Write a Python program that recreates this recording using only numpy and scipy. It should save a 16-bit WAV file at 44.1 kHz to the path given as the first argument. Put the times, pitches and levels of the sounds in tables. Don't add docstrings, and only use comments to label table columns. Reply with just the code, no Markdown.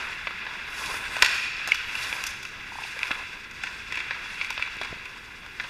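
import sys
import numpy as np
from scipy import signal
from scipy.fft import rfft, irfft
from scipy.io import wavfile
from scipy.ndimage import uniform_filter1d

SR = 44100
rng = np.random.default_rng(int(sys.argv[2]) if len(sys.argv) > 2 else 0)


def nominal_scale(level):
    x = np.asarray(level, float) / 20
    return 10 ** x


def generate_wav(sig):
    pcm = np.round(np.clip(np.atleast_2d(sig).T, -1, 1) * 32767).astype(np.int16)
    wavfile.write(sys.argv[1], SR, pcm)


N = 250929

# (frequency [Hz], level [dB per Hz])
PLANT_SPECTRUM = [(7.1, -39), (12, -1), (44, 1), (189, -7.5), (229, -6), (273, -10), (400, -10),
                  (520, -14.5), (880, -120)]
# (time [s], half-width [s], level [dB])
BOARD_BOOM = (0.98, 0.28, 5.7)
RUMBLE_DB, SWAY_DB = -53.5, 1.6
WEIGHT_SHARE = 0.057

# (frequency [Hz], width [Hz], level [dB])
CASE_RESONANCES = [(1036, 95, -9.5), (1680, 340, -4.5), (2560, 444, -1.5), (3435, 340, -6), (3910, 100, -4),
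                   (4840, 230, -12.5), (5350, 200, -12), (7460, 14, -38)]
# (frequency [Hz], level [dB])
CASE_LEAK = [(100, -20.5), (300, -17.5), (700, -17.5), (1250, -4.5), (2100, -3), (3050, -23), (4200, -8.5),
             (5500, -13), (7500, -16.5), (11000, -30), (15000, -35.5)]
# (frequency [Hz], width [Hz], level [dB])
CASE_NOTCHES = [(1184, 246, -6), (1814, 167, -5.5), (3156, 280, -2.5), (4152, 540, -6.5), (4950, 170, -2),
                (7730, 2200, -3.5), (12100, 2600, 5.5)]
# (frequency [Hz], time to fall 60 dB [s])
RINK_DECAY = [(200, 1.9), (600, 2.4), (1000, 0.23), (2500, 1.75), (6000, 1.4), (14000, 0.4)]
# (delay [s], level [dB])
RINK_ECHOES = [(.0035, -12.5), (.008, -14), (.024, -14.5), (.038, -12), (.09, -36), (.14, -35)]

# (time [s], level [dB])
FAR_PLAY = [(0.0, -32.5), (0.25, -37.5), (1.12, -35), (1.33, -30.5), (1.5, -36), (1.74, -31.5),
            (1.87, -34.5), (2.26, -34.5), (2.44, -41.5), (3.06, -36), (3.5, -43.5), (3.64, -37.5),
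            (3.84, -42.5), (3.98, -36), (4.56, -37.5), (4.72, -38.5), (5.52, -45), (5.69, -40.5)]
# (start [s], push [s], snow level [dB], grind level [dB], hiss pitch [Hz])
NEAR_STRIDES = [(0.0, 0.11, -61.5, -44, 10400), (0.4, 0.16, -69, -40.5, 10200),
                (0.64, .32, -46.5, -38, 11000), (0.95, 0.36, -51, -42.5, 9500),
                (1.24, 0.11, -46.5, -40, 10400), (1.82, 0.21, -47, -45, 11300),
                (1.93, 0.26, -50, -40.5, 11150), (2.62, 0.32, -57, -60, 10140),
                (2.94, 0.13, -51.5, -52, 9900), (3.06, .12, -62, -42, 10100), (3.5, 0.29, -64.5, -62, 9850),
                (4.15, 0.3, -61, -56, 10400), (4.76, 0.15, -69, -41.5, 9990), (5.0, 0.058, -81, -41, 9800),
                (5.52, .2, -61, -54, 9700)]
# (level [dB], share [dB per dB])
IDLE_LAYERS = [
    (-52, 0.49),
    (-67.5, 0.29),
    (-49, 0.51),
]
DIG_S, LIFT_DB_PER_S = 0.19, 100
SAG_HZ_PER_S = 4200
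USUAL_DB, NEAREST_DB = -38, -46
SPRAY_DB, SPRAY_SHARE = -40, 0.53
CARVE_DB, CARVE_SHARE = -47, 1

# (time [s], level [dB], frequency [Hz], width [Hz], 60 dB decay [s])
GLASS_BUZZ = (1.29, -30, 2480, 260, 1.5)
# (time [s], peak [dB], pitch [Hz])
PAD_BUMPS = [(0.208, -47, 1060), (2.414, -50, 1000), (2.72, -32, 935), (2.755, -31, 910), (2.786, -26, 940),
             (2.819, -33.5, 875), (2.849, -34, 860), (2.966, -39, 515), (4.259, -38, 980),
             (4.676, -33.5, 1060), (4.812, -33, 700), (3.637, -35, 820), (4.925, -36.5, 667),
             (3.109, -33, 1010)]
# (time [s], peak [dB], pitch [Hz])
BOARD_THUMPS = [(0.87, -46, 35.8), (0.92, -46, 45), (1.223, -38, 48), (1.221, -41, 174), (1.224, -27, 427),
                (3.11, -32, 277), (4.592, -46, 71), (4.811, -38, 453), (4.908, -40.5, 79.8),
                (4.924, -40, 152), (4.927, -31, 390), (4.959, -44, 120), (4.972, -42, 480),
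                (4.768, -40, 334)]
# (time [s], peak [dB], pitch [Hz], length [cycles])
POST_CLANG = (1.7183, -6.5, 2200, 6.5)

# (time [s], knock peak [dB], knock
# pitch [Hz], tick level [dB], thud level [dB])
STICK_DRAGS = [(0.9393, -46, 1460, -42, -30), (1.2583, -25, 2530, -52, -41),
               (1.7444, -24, 2480, -33.5, -52), (2.2661, -31, 1740, -33, -49),
               (2.4277, -30, 2460, -42.5, -49), (2.8354, -27, 2630, -55, -44),
               (2.8754, -42, 2360, -61, -49), (4.8135, -24, 3300, -44, -30.5),
               (4.8313, -24, 2410, -47, -55), (4.8462, -26, 2500, -47, -67),
               (5.6397, -29.5, 2800, -52, -35)]
# (time [s], knock peak [dB], knock pitch [Hz], tick level [dB], length [ms])
LIGHT_TAPS = [(0.4512, -33, 2280, -49, 3.4), (0.8603, -23, 2740, -32, 12), (2.2391, -16, 2820, -25, 3.5),
              (2.4515, -23, 2560, -38.5, 6.4), (2.9914, -19.5, 2280, -37, 2.7),
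              (3.0313, -11, 2360, -33, 0.59), (3.114, -14, 2500, -36.5, 4.9), (3.512, -32, 1540, -42, 5.3),
              (3.6704, -22, 1640, -46, 9.8), (3.9434, -23, 2500, -50, 8.2), (3.9558, -20, 2500, -39, 5.3),
              (3.9905, -25, 2340, -45, 6), (4.0028, -19.5, 2400, -41, 7.8), (4.4464, -21, 2360, -39, 3.7),
              (4.526, -26, 2460, -53, 3.7), (4.6242, -14, 2370, -36.5, 5.2),
              (4.6756, -29, 1590, -46.5, 3.2), (4.768, -31, 2180, -44, 4.4)]
# (time [s],
# knock peak [dB], knock pitch [Hz], thud level [dB], length [ms])
SHAFT_KNOCKS = [(1.246, -11.5, 2560, -32, 5.2), (1.7187, -10.5, 2600, -27.5, 4.6),
                (1.952, -19, 2550, -44, 7.7), (2.1269, -17.5, 2370, -29, 3.05),
                (3.635, -18, 1810, -42, 7.5), (3.9219, -19, 2000, -31.5, 10), (3.972, -21, 2060, -31.5, 12)]
# (time [s], knock peak [dB], knock
# pitch [Hz], tick level [dB], thud level [dB])
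FULL_HITS = [(0.2709, -17.5, 2210, -49, -22), (0.3078, -48, 2480, -50, -32.5),
             (0.4662, -24, 1660, -48, -31), (1.1668, -20, 2460, -35, -25.5),
             (1.2293, -15, 2656, -43, -16.5), (1.6752, -26, 1610, -27.5, -25.5),
             (1.6873, -22, 2500, -34, -28.5), (3.108, -38, 1389, -47, -22.5),
             (4.1087, -17.5, 1790, -72, -25), (4.4129, -16.5, 2200, -76, -34),
             (4.5047, -19, 2580, -31, -28.5), (4.578, -16, 2700, -62, -28), (4.596, -48, 2450, -45, -29),
             (5.0552, -27.5, 2560, -44.5, -44), (5.463, -30, 2540, -49, -37), (5.5988, -18, 1680, -67, -30),
             (5.614, -44, 1520, -47, -47)]
# (time [s], knock peak [dB], knock pitch [Hz], tick level [dB], length [ms])
HARD_SHOT = [
    (1.1843, -27, 2430, -41, 2.4),
    (1.191, -21, 1920, -48, 2.5),
    (1.2223, 0, 2660, -62, 1.24),
    (1.2239, -1.5, 2700, -14.5, 4.8),
]
BLOW_MS, BLOW_HZ, DRAG_MS = 8.7, 2400, 13
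TAP_THUD_DB, SHOT_THUD_DB, KNOCK_TICK_DB = -24, -18, -22.5
SHARP, FLAT, SOFT, HARD = 13, 3, 0.3, 6

HISS_DB = -65.5
KNEE = 4
EDGE_HZ = 15290


def evened(x):
    return x / np.sqrt(np.mean(x ** 2) + 1e-20)


def peaked(x):
    return x / (abs(x).max() + 1e-12)


def read(points, hz):
    f, value = np.transpose(points)
    return np.interp(np.log(hz + 1), np.log(f + 1), value)


def along(rows):
    s, *columns = np.transpose(rows)
    return [np.interp(np.arange(N) / SR, s, c) for c in columns]


def add(mix, s, sound):
    part = mix[round(s * SR):][:len(sound)]
    part += sound[:len(part)]


def band(x, lo_hz, hi_hz):
    edges = [max(lo_hz, 10), min(hi_hz, 0.45 * SR)]
    return signal.sosfilt(signal.butter(2, edges, "band", fs=SR, output="sos"), x)


def resonate(x, hz, width_hz):
    turn = np.exp(2j * np.pi * np.cumsum(hz * np.ones(len(x))) / SR)
    r = np.exp(-np.pi * width_hz / SR)
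    return 2 * (turn * signal.lfilter([1 - r], [1, -r], x / turn)).real


def wander(hz):
    step = max(int(SR / hz), 1)
    slow = uniform_filter1d(rng.standard_normal(N), step)
    return evened(uniform_filter1d(slow, step))


def causal(gain):
    log_gain = np.log(np.r_[gain, gain[-2:0:-1]] + 1e-5)
    spectrum = np.exp(np.conj(signal.hilbert(log_gain)))
    return np.fft.ifft(spectrum).real[:len(gain) // 2]


def camera_case():
    hz = np.fft.rfftfreq(4096, 1 / SR)
    power = nominal_scale(read(CASE_LEAK, hz)) ** 2
    for centre, width, db in CASE_RESONANCES:
        power = power + nominal_scale(db) ** 2 / (1 + (2 * (hz - centre) / width) ** 4)
    notch_db = sum(db * np.exp(-(2 * (hz - centre) / width) ** 2) for centre, width, db in CASE_NOTCHES)
    return causal(np.sqrt(power) * nominal_scale(notch_db))


def rink(x):
    taps = rng.choice([-1., 1.], 2 * SR) * (rng.random(2 * SR) < 2500 / SR)
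    hz, t, z = signal.stft(taps, SR, nperseg=256)
    decay = nominal_scale(-60 * t / read(RINK_DECAY, hz)[:, None])
    build_up = np.clip(t / 0.013, 0, 1)
    tail = signal.istft(z * decay * build_up, SR, nperseg=256)[1]
    tail = nominal_scale(-8.0) * tail / np.linalg.norm(tail)
    for s, db in RINK_ECHOES:
        add(tail, s, np.array([nominal_scale(db)]))
    return band(signal.fftconvolve(x, tail)[:N], 1200, 27000)


def plant():
    z = rfft(rng.standard_normal(N)) * nominal_scale(read(PLANT_SPECTRUM, np.fft.rfftfreq(N, 1 / SR)))
    grind_db = blade_levels()[3]
    weight_db = WEIGHT_SHARE * (grind_db - NEAREST_DB) + SWAY_DB * wander(1.5)
    s, width, db = BOARD_BOOM
    weight_db = weight_db + db * np.exp(-((np.arange(N) / SR - s) / width) ** 2)
    return nominal_scale(RUMBLE_DB + weight_db) * evened(irfft(z, N))


def strides(levels_db, idle_db):
    t, power = np.arange(N) / SR, nominal_scale(idle_db) ** 2
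    for (s, push, *_), db in zip(NEAR_STRIDES, levels_db):
        dig = np.clip((t - s) / DIG_S + (s <= 0), 0, 1)
        lift_db = LIFT_DB_PER_S * np.maximum(t - s - push, 0)
        power = power + (dig * nominal_scale(db - lift_db)) ** 2
    return 10 * np.log10(power)


def blade_levels():
    play = along(FAR_PLAY)[0]
    _, _, snow, grind, _ = np.transpose(NEAR_STRIDES)
    spray_db, snow_db, grind_db = (db + share * (play - USUAL_DB) for db, share in IDLE_LAYERS)
    nearness_db = snow - NEAREST_DB
    return (strides(CARVE_DB + CARVE_SHARE * nearness_db, play),
            strides(SPRAY_DB + SPRAY_SHARE * nearness_db, spray_db),
            strides(snow, snow_db), strides(grind, grind_db))


def slide():
    s, push, _, _, hz = np.transpose(NEAR_STRIDES)
    t = np.arange(N) / SR
    latest = np.maximum(np.searchsorted(s, t, side="right") - 1, 0)
    return hz[latest] - SAG_HZ_PER_S * np.clip(t - s[latest], 0, push[latest])


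def swish(x, width_hz, lift_db):
    return x + nominal_scale(lift_db) * resonate(x, slide(), width_hz)


def chips(per_s, spread_db, share, shake_db, shake_hz):
    size = nominal_scale(spread_db * np.minimum(rng.exponential(1, N), 4)) * rng.choice([-1., 1.], N)
    share = np.clip(share, 0, 1)
    breaking = evened(size * (rng.random(N) < per_s / SR))
    grit = share * breaking + (1 - share) * rng.standard_normal(N)
    return grit * nominal_scale(shake_db * wander(shake_hz))


def blades(case):
    carve_db, spray_db, snow_db, grind_db = blade_levels()
    carve = band(chips(1500, 5.2, 0.18, 1.55, 74), 1200, 3490)
    spray = band(chips(3000, 1.0, 0.11, 2.1, 51), 2700, 9700)
    spray = spray + 0.27 * resonate(spray, slide() / 2, 240)
    snow = swish(band(chips(3000, 3.5, 0.36, 1.4, 50), 7800, 17000), 800, 6)
    grind = band(chips(400, 1.6, 0.46, 1.7, 22), 314, 1194)
    grind = grind + 0.52 * resonate(grind, 1097, 330)
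    layers = ((carve, carve_db - 0.7), (spray, spray_db + 0.1), (snow, snow_db + 0.09), (grind, grind_db + 0.23))
    return sum(nominal_scale(db) * evened(signal.oaconvolve(x, case)[:N]) for x, db in layers)


def pane(s, db, hz, width_hz, t60):
    t = np.arange(SR) / SR
    buzz = resonate(rng.standard_normal(SR), hz, width_hz)
    buzz = resonate(buzz, hz, width_hz)
    return s, nominal_scale(db - 60 * t / t60) * np.minimum(t / 0.0088, 1) * evened(buzz)


def bump(row, turns, lift_db):
    s, db, hz = row
    cycles = np.arange(3000) / SR * hz
    swell = cycles * np.exp(-(cycles / turns) ** 2)
    return s, nominal_scale(db + lift_db) * peaked(np.sin(2 * np.pi * cycles) * swell)


def hit(row, chance, case, crack):
    s, knock_db, hz, tick_db, thud_db, ms = row
    t = np.arange(len(chance)) / SR
    u = t / (max(ms, 0.5) / 1000)
    contact = chance * np.minimum(t / 0.00068, 1) * np.exp(-1.6 * u ** 1.7)
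    contact = contact + crack * signal.unit_impulse(len(t), idx=12)
    knock = band(contact, 0.84 * hz, 1.143 * hz)
    knock = knock + 0.73 * band(band(contact, 650, 4430), 590, 5030)
    top_hz = np.clip(9000 * nominal_scale(0.5 * (tick_db - knock_db + 24.5)), 6000, 19000)
    tick = band(contact * np.exp(-0.8 * u), 4190, top_hz)
    thud = band(contact, 367, 1320)
    parts = ((knock, knock_db + 3.0), (tick, tick_db + 12.0), (thud, thud_db + 8.5))
    return s, sum(nominal_scale(db) * peaked(signal.fftconvolve(x, case)[:len(t)]) for x, db in parts)


def blows():
    full = [((*row, BLOW_MS * BLOW_HZ / row[2]), SHARP) for row in FULL_HITS]
    full += [((s, db, hz, tick, db + TAP_THUD_DB, ms), SHARP) for s, db, hz, tick, ms in LIGHT_TAPS]
    full += [((s, db, hz, db + KNOCK_TICK_DB, thud, ms), FLAT) for s, db, hz, thud, ms in SHAFT_KNOCKS]
    full += [((*row, DRAG_MS), SOFT) for row in STICK_DRAGS]
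    full += [((s, db, hz, tick, db + SHOT_THUD_DB, ms), HARD) for s, db, hz, tick, ms in HARD_SHOT]
    return full


def scene():
    case, play, rows = camera_case(), np.zeros(N), blows()
    near = blades(case) + plant()
    add(near, *pane(*GLASS_BUZZ))
    for row in BOARD_THUMPS:
        add(near, *bump(row, 0.52, 3.5))
    add(near, *bump(POST_CLANG[:3], POST_CLANG[-1], 0))
    for row in PAD_BUMPS:
        add(play, *bump(row, 2.5, 1.2))
    for (row, crack), chance in zip(rows, rng.standard_normal((len(rows), 2000))):
        add(play, *hit(row, chance, case, crack))
    return (near + play + rink(play))[None]


def low_pass(x):
    return signal.sosfilt(signal.butter(12, 16490, fs=SR, output="sos"), x)


def record(dry):
    dry = dry + nominal_scale(HISS_DB) * rng.standard_normal(dry.shape)
    dry = dry / (1 + abs(dry) ** KNEE) ** (1 / KNEE)
    edge = signal.firwin(1023, EDGE_HZ, window=("kaiser", 9), fs=SR)
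    low = signal.oaconvolve(dry, edge[None], "same")
    mix = low + nominal_scale(-38) * (dry - low)
    return low_pass(mix)


dry = scene()
out = record(dry)
generate_wav(out)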